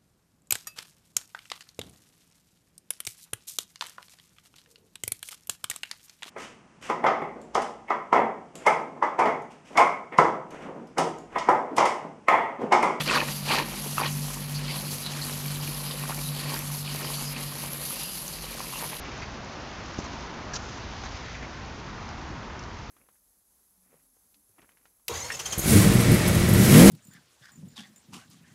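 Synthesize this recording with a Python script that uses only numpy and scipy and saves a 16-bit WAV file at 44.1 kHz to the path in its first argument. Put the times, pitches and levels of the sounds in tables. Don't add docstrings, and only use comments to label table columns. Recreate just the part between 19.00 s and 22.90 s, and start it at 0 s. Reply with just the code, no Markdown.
import sys
import numpy as np
from scipy import signal
from scipy.fft import rfft, irfft
from scipy.io import wavfile
from scipy.ndimage import uniform_filter1d

SR = 44100
rng = np.random.default_rng(int(sys.argv[2]) if len(sys.argv) > 2 else 0)


def voltage_ratio(decibels):
    exponent = np.asarray(decibels, float) / 20
    return 10 ** exponent


def digitize_waveform(pressure):
    field = np.atleast_2d(pressure).T
    bounded = np.clip(field, -1, 1)
    quanta = np.round(bounded * 32767).astype(np.int16)
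    wavfile.write(sys.argv[1], SR, quanta)


N = 171990

# [t/s, level/dB]
SLEET_LEVEL = [(0.0, -47.5), (0.44, -50), (1.05, -48), (1.32, -51), (1.56, -51.5), (1.76, -49), (2.22, -48),
               (2.61, -52), (3.12, -52), (3.41, -54.5), (3.9, -53)]
# [f/Hz, level/dB per Hz]
FLAKE_COLOUR = [(600, -19.5), (1500, -1), (2500, 2), (3800, 0.5), (5000, 0.5), (6200, -1.5), (8000, -11.5)]
# [f/Hz, level/dB per Hz]
TOWN_COLOUR = [(25, -13), (90, -11), (230, -7), (500, -14.5), (1000, -12), (1500, -15.5), (2500, -23.5),
               (5000, -37)]
# [t/s, level/dB]
ROAD_LEVEL = [(0.0, -43), (0.52, -43), (0.82, -43.5), (1.37, -42.5), (2.01, -44.5), (3.55, -43.5),
              (3.9, -46.5)]
# [t/s, level/dB]
RUMBLE_LEVEL = [(0.0, -47.5), (0.18, -44.5), (0.53, -47), (1.39, -46.5), (1.72, -44), (2.22, -43.5),
                (2.6, -45.5), (3.5, -44), (3.9, -44.5)]
# [f/Hz, level/dB per Hz]
ENGINE_COLOUR = [(15, -25), (28, -10), (60, 4.5), (86, 2), (105, -2), (130, -0.5), (200, -17), (400, -34)]
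# [t/s, length/s, hiss level/dB, body level/dB, body f/Hz]
CLOTH_SCUFFS = [(0.048, .03, -58, -46, 2280), (0.115, 0.038, -68, -47, 2290),
                (.216, .028, -58, -42.5, 2250), (2.343, .012, -56, -45, 2200), (.988, .022, -49, -44, 900),
                (1.037, .03, -52, -45, 1000), (1.5345, .015, -40, -45, 1600),
                (1.5535, .017, -41, -46, 2900), (1.105, .16, -57.5, -57, 905),
                (1.581, 0.21, -53, -53.5, 1400), (2.034, .04, -53.5, -48.5, 1910),
                (2.135, 0.036, -61, -65, 2180), (2.186, 0.24, -65, -50.5, 1950),
                (2.425, 0.028, -67, -46.5, 2080)]
# [f/Hz, level/dB per Hz]
RASP_COLOUR = [(1500, -24), (2500, -14), (3600, -7), (4800, -3), (5900, 0), (6800, -.5), (7400, -1),
               (8600, -4)]
# [t/s, peak level/dB, ring f/Hz]
THREAD_CATCHES = [(1.5346, -27, 5900), (1.5364, -30, 5200), (1.5384, -30, 5900), (1.5398, -28, 6000),
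                  (1.5415, -26, 4500), (1.5436, -28, 6400), (1.5456, -27, 6500), (1.5472, -33, 3200),
                  (1.5504, -29, 5300), (1.5571, -27, 5400), (1.5556, -33, 4600), (1.5587, -28, 4400),
                  (1.5607, -26, 4700), (1.5633, -26, 4300), (1.565, -31, 3900), (1.5645, -28, 6000),
                  (1.567, -31, 5300), (1.569, -33, 5800), (1.571, -34, 5800), (.9907, -33, 4600),
                  (.9954, -38, 6200), (.9997, -38, 6200), (1.0419, -37, 6000), (1.0437, -35, 6100),
                  (1.0492, -37, 5300)]
# [t/s, peak level/dB, ring f/Hz]
FLAKE_TICKS = [(.1775, -34, 6600), (.2045, -36, 6000), (.4465, -36, 7000), (.837, -36, 6400),
               (.8615, -33.5, 6300), (.8843, -40, 6300), (.9355, -38, 6000), (.62, -41, 6300),
               (.984, -30, 6200), (.9888, -33, 5200), (1.002, -33, 5500), (1.9355, -36, 6200),
               (2.0368, -36, 4500), (2.0415, -37, 4800), (2.043, -35, 2900), (2.054, -39, 6000),
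               (2.0582, -36, 4400), (2.332, -39, 6300), (2.6602, -39, 6800), (3.0904, -32, 6100),
               (3.1887, -40, 6700), (3.2143, -38, 4600), (3.2901, -41, 6800), (3.7892, -42, 5600),
               (3.5927, -32, 5600), (3.5952, -35, 5800), (3.628, -37, 5400), (3.6372, -36, 5800)]
# [t/s, peak level/dB, f/Hz, ring/s]
SHORT_RINGS = [
    (.228, -45, 4600, .005),
    (1.541, -36, 7300, .002),
    (1.5345, -37, 1620, .003),
    (1.065, -37, 1020, .003),
    (1.5645, -37, 1350, .002),
    (1.5705, -38, 1420, .002),
    (1.5372, -38, 5800, .002),
    (1.5632, -31, 5650, .001),
    (1.569, -42, 5600, .002),
]
# [t/s, peak level/dB, f/Hz, length/cycles]
CASE_BUMPS = [
    (.9893, -19.5, 280, .22),
    (.9889, -30, 1000, .3),
    (.9955, -35, 230, .4),
    (3.308, -35, 215, 1.1),
    (2.0387, -25.5, 1250, .3),
    (2.0609, -28, 1400, .3),
    (2.0656, -32, 1600, .3),
    (1.9362, -30, 1300, .4),
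    (1.551, -31, 1400, .4),
    (2.4341, -34, 240, .5),
]
# [f/Hz, level/dB]
TREBLE_RESPONSE = [(6300, 0), (6900, -3), (7400, -9.5), (7750, -21), (8000, -44.5), (8300, -25), (8750, -28.5),
                   (9400, -58.5)]


def table(rows, hz):
    rows = np.array(rows)
    return np.interp(np.log(hz + 1), np.log(rows[:, 0]), rows[:, 1])


def follow(rows, t):
    rows = np.array(rows)
    return voltage_ratio(np.interp(t, rows[:, 0], rows[:, 1]))


def colour(x, rows):
    hz = np.arange(N // 2 + 1) * SR / N
    return irfft(rfft(x) * voltage_ratio(table(rows, hz)), N)


def band(x, hz, width):
    b, a = signal.iirpeak(hz, hz / width, fs=SR)
    return signal.lfilter(b, a, x)


def unit(x):
    return x / np.sqrt(np.mean(x ** 2))


def walk(rate):
    hold = int(SR / rate)
    steps = np.repeat(rng.standard_normal(N // hold + 1), hold)
    smooth = uniform_filter1d(uniform_filter1d(steps, hold), hold)[:N]
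    return smooth / np.std(smooth)


def sleet(t):
    flakes_per_s, scatter_db, splash_s = 6000, 2.5, 0.0051
    count = int(flakes_per_s * N / SR)
    landing = rng.integers(0, N, size=count)
    energy = voltage_ratio(scatter_db * rng.exponential(size=count)) ** 2
    hits = np.zeros(N)
    np.add.at(hits, landing, energy)
    power = signal.lfilter([1], [1, -np.exp(-1 / (splash_s * SR))], hits)
    patter = unit(colour(np.sqrt(power) * rng.standard_normal(N), FLAKE_COLOUR))
    return patter * follow(SLEET_LEVEL, t) * voltage_ratio(2 + 0.33 * walk(17))


def town(t):
    level_db, swell_db, flicker_db = 3, -0.02, 0.7
    hz = np.arange(N // 2 + 1) * SR / N + 1
    swell = walk(0.94)
    roar = 0
    for step in range(18):
        distance = np.abs(2 * np.log2(hz / 25) - step)
        shape = np.clip(1 - distance, 0, 1) ** 0.5
        spectrum = rfft(rng.standard_normal(N)) * shape * voltage_ratio(table(TOWN_COLOUR, hz))
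        roar = roar + irfft(spectrum, N) * voltage_ratio(swell_db * swell + flicker_db * walk(8.09))
    return unit(roar) * voltage_ratio(level_db) * follow(ROAD_LEVEL, t)


def rumble(t):
    throb = unit(colour(rng.standard_normal(N), ENGINE_COLOUR))
    return throb * follow(RUMBLE_LEVEL, t) * voltage_ratio(1.5)


def scuffs(t):
    attack_s, release_s, body_share = 0.001, 0.005, 0.4
    noise = rng.standard_normal((2, N)) * voltage_ratio(2.0001 * walk(300))
    rasp = colour(noise[0], RASP_COLOUR)
    rasp = rasp / np.std(colour(rasp, TREBLE_RESPONSE))
    out = 0
    for start, length, hiss_db, body_db, hz in CLOTH_SCUFFS:
        rise = np.clip((t - start) / attack_s, 0, 1)
        fall = np.exp(-np.clip(t - start - length, 0, 1) / release_s)
        width = hz * body_share
        body = unit(band(band(noise[1], hz, width), hz, width))
        out = out + rise * fall * (voltage_ratio(hiss_db) * rasp + voltage_ratio(body_db) * body)
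    return out


def ticks(t):
    width_hz, rise_s, level_db = 2500, 0.00035, 0.5
    out, noise = np.zeros(N), rng.standard_normal(N)
    for start, db, hz in FLAKE_TICKS + THREAD_CATCHES:
        span = slice(int(start * SR), int((start + 0.01) * SR))
        age = np.clip(t[span] - start, 0, 1) / rise_s
        spit = noise[span] * age * np.exp(1 - age)
        ring = band(band(spit, hz, width_hz), hz, width_hz)
        out[span] += ring / np.max(np.abs(ring)) * voltage_ratio(db + level_db)
    return out


def short_rings(t):
    out = 0
    for start, db, hz, ring_s in SHORT_RINGS:
        age = np.clip((t - start) / ring_s, 0, 50)
        out = out + voltage_ratio(db) * np.sin(2 * np.pi * hz * t) * age * np.exp(1 - age)
    return out


def bumps(t):
    edge, rebound, slowing = 2.2, 0.9, 0.9
    out = 0
    for at, db, hz, cycles in CASE_BUMPS:
        turn = (t - at) * hz
        swing = np.cos(2 * np.pi * turn / (1 + slowing * np.clip(turn, 0, 1)))
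        length = cycles * (1 + rebound * (turn > 0))
        out = out + voltage_ratio(db) * np.tanh(edge * swing) * np.exp(-(turn / length) ** 2 / 2)
    return out


def scene():
    t = np.arange(N) / SR
    background = sleet(t) + town(t) + rumble(t)
    close_by = scuffs(t) + ticks(t) + short_rings(t) + bumps(t)
    return (background + close_by)[None]


def band_limit(x):
    return signal.sosfilt(signal.butter(12, 9100, fs=SR, output="sos"), x)


def record(dry):
    mix = colour(dry[0], TREBLE_RESPONSE)[None]
    return band_limit(mix)


dry = scene()
out = record(dry)
digitize_waveform(out)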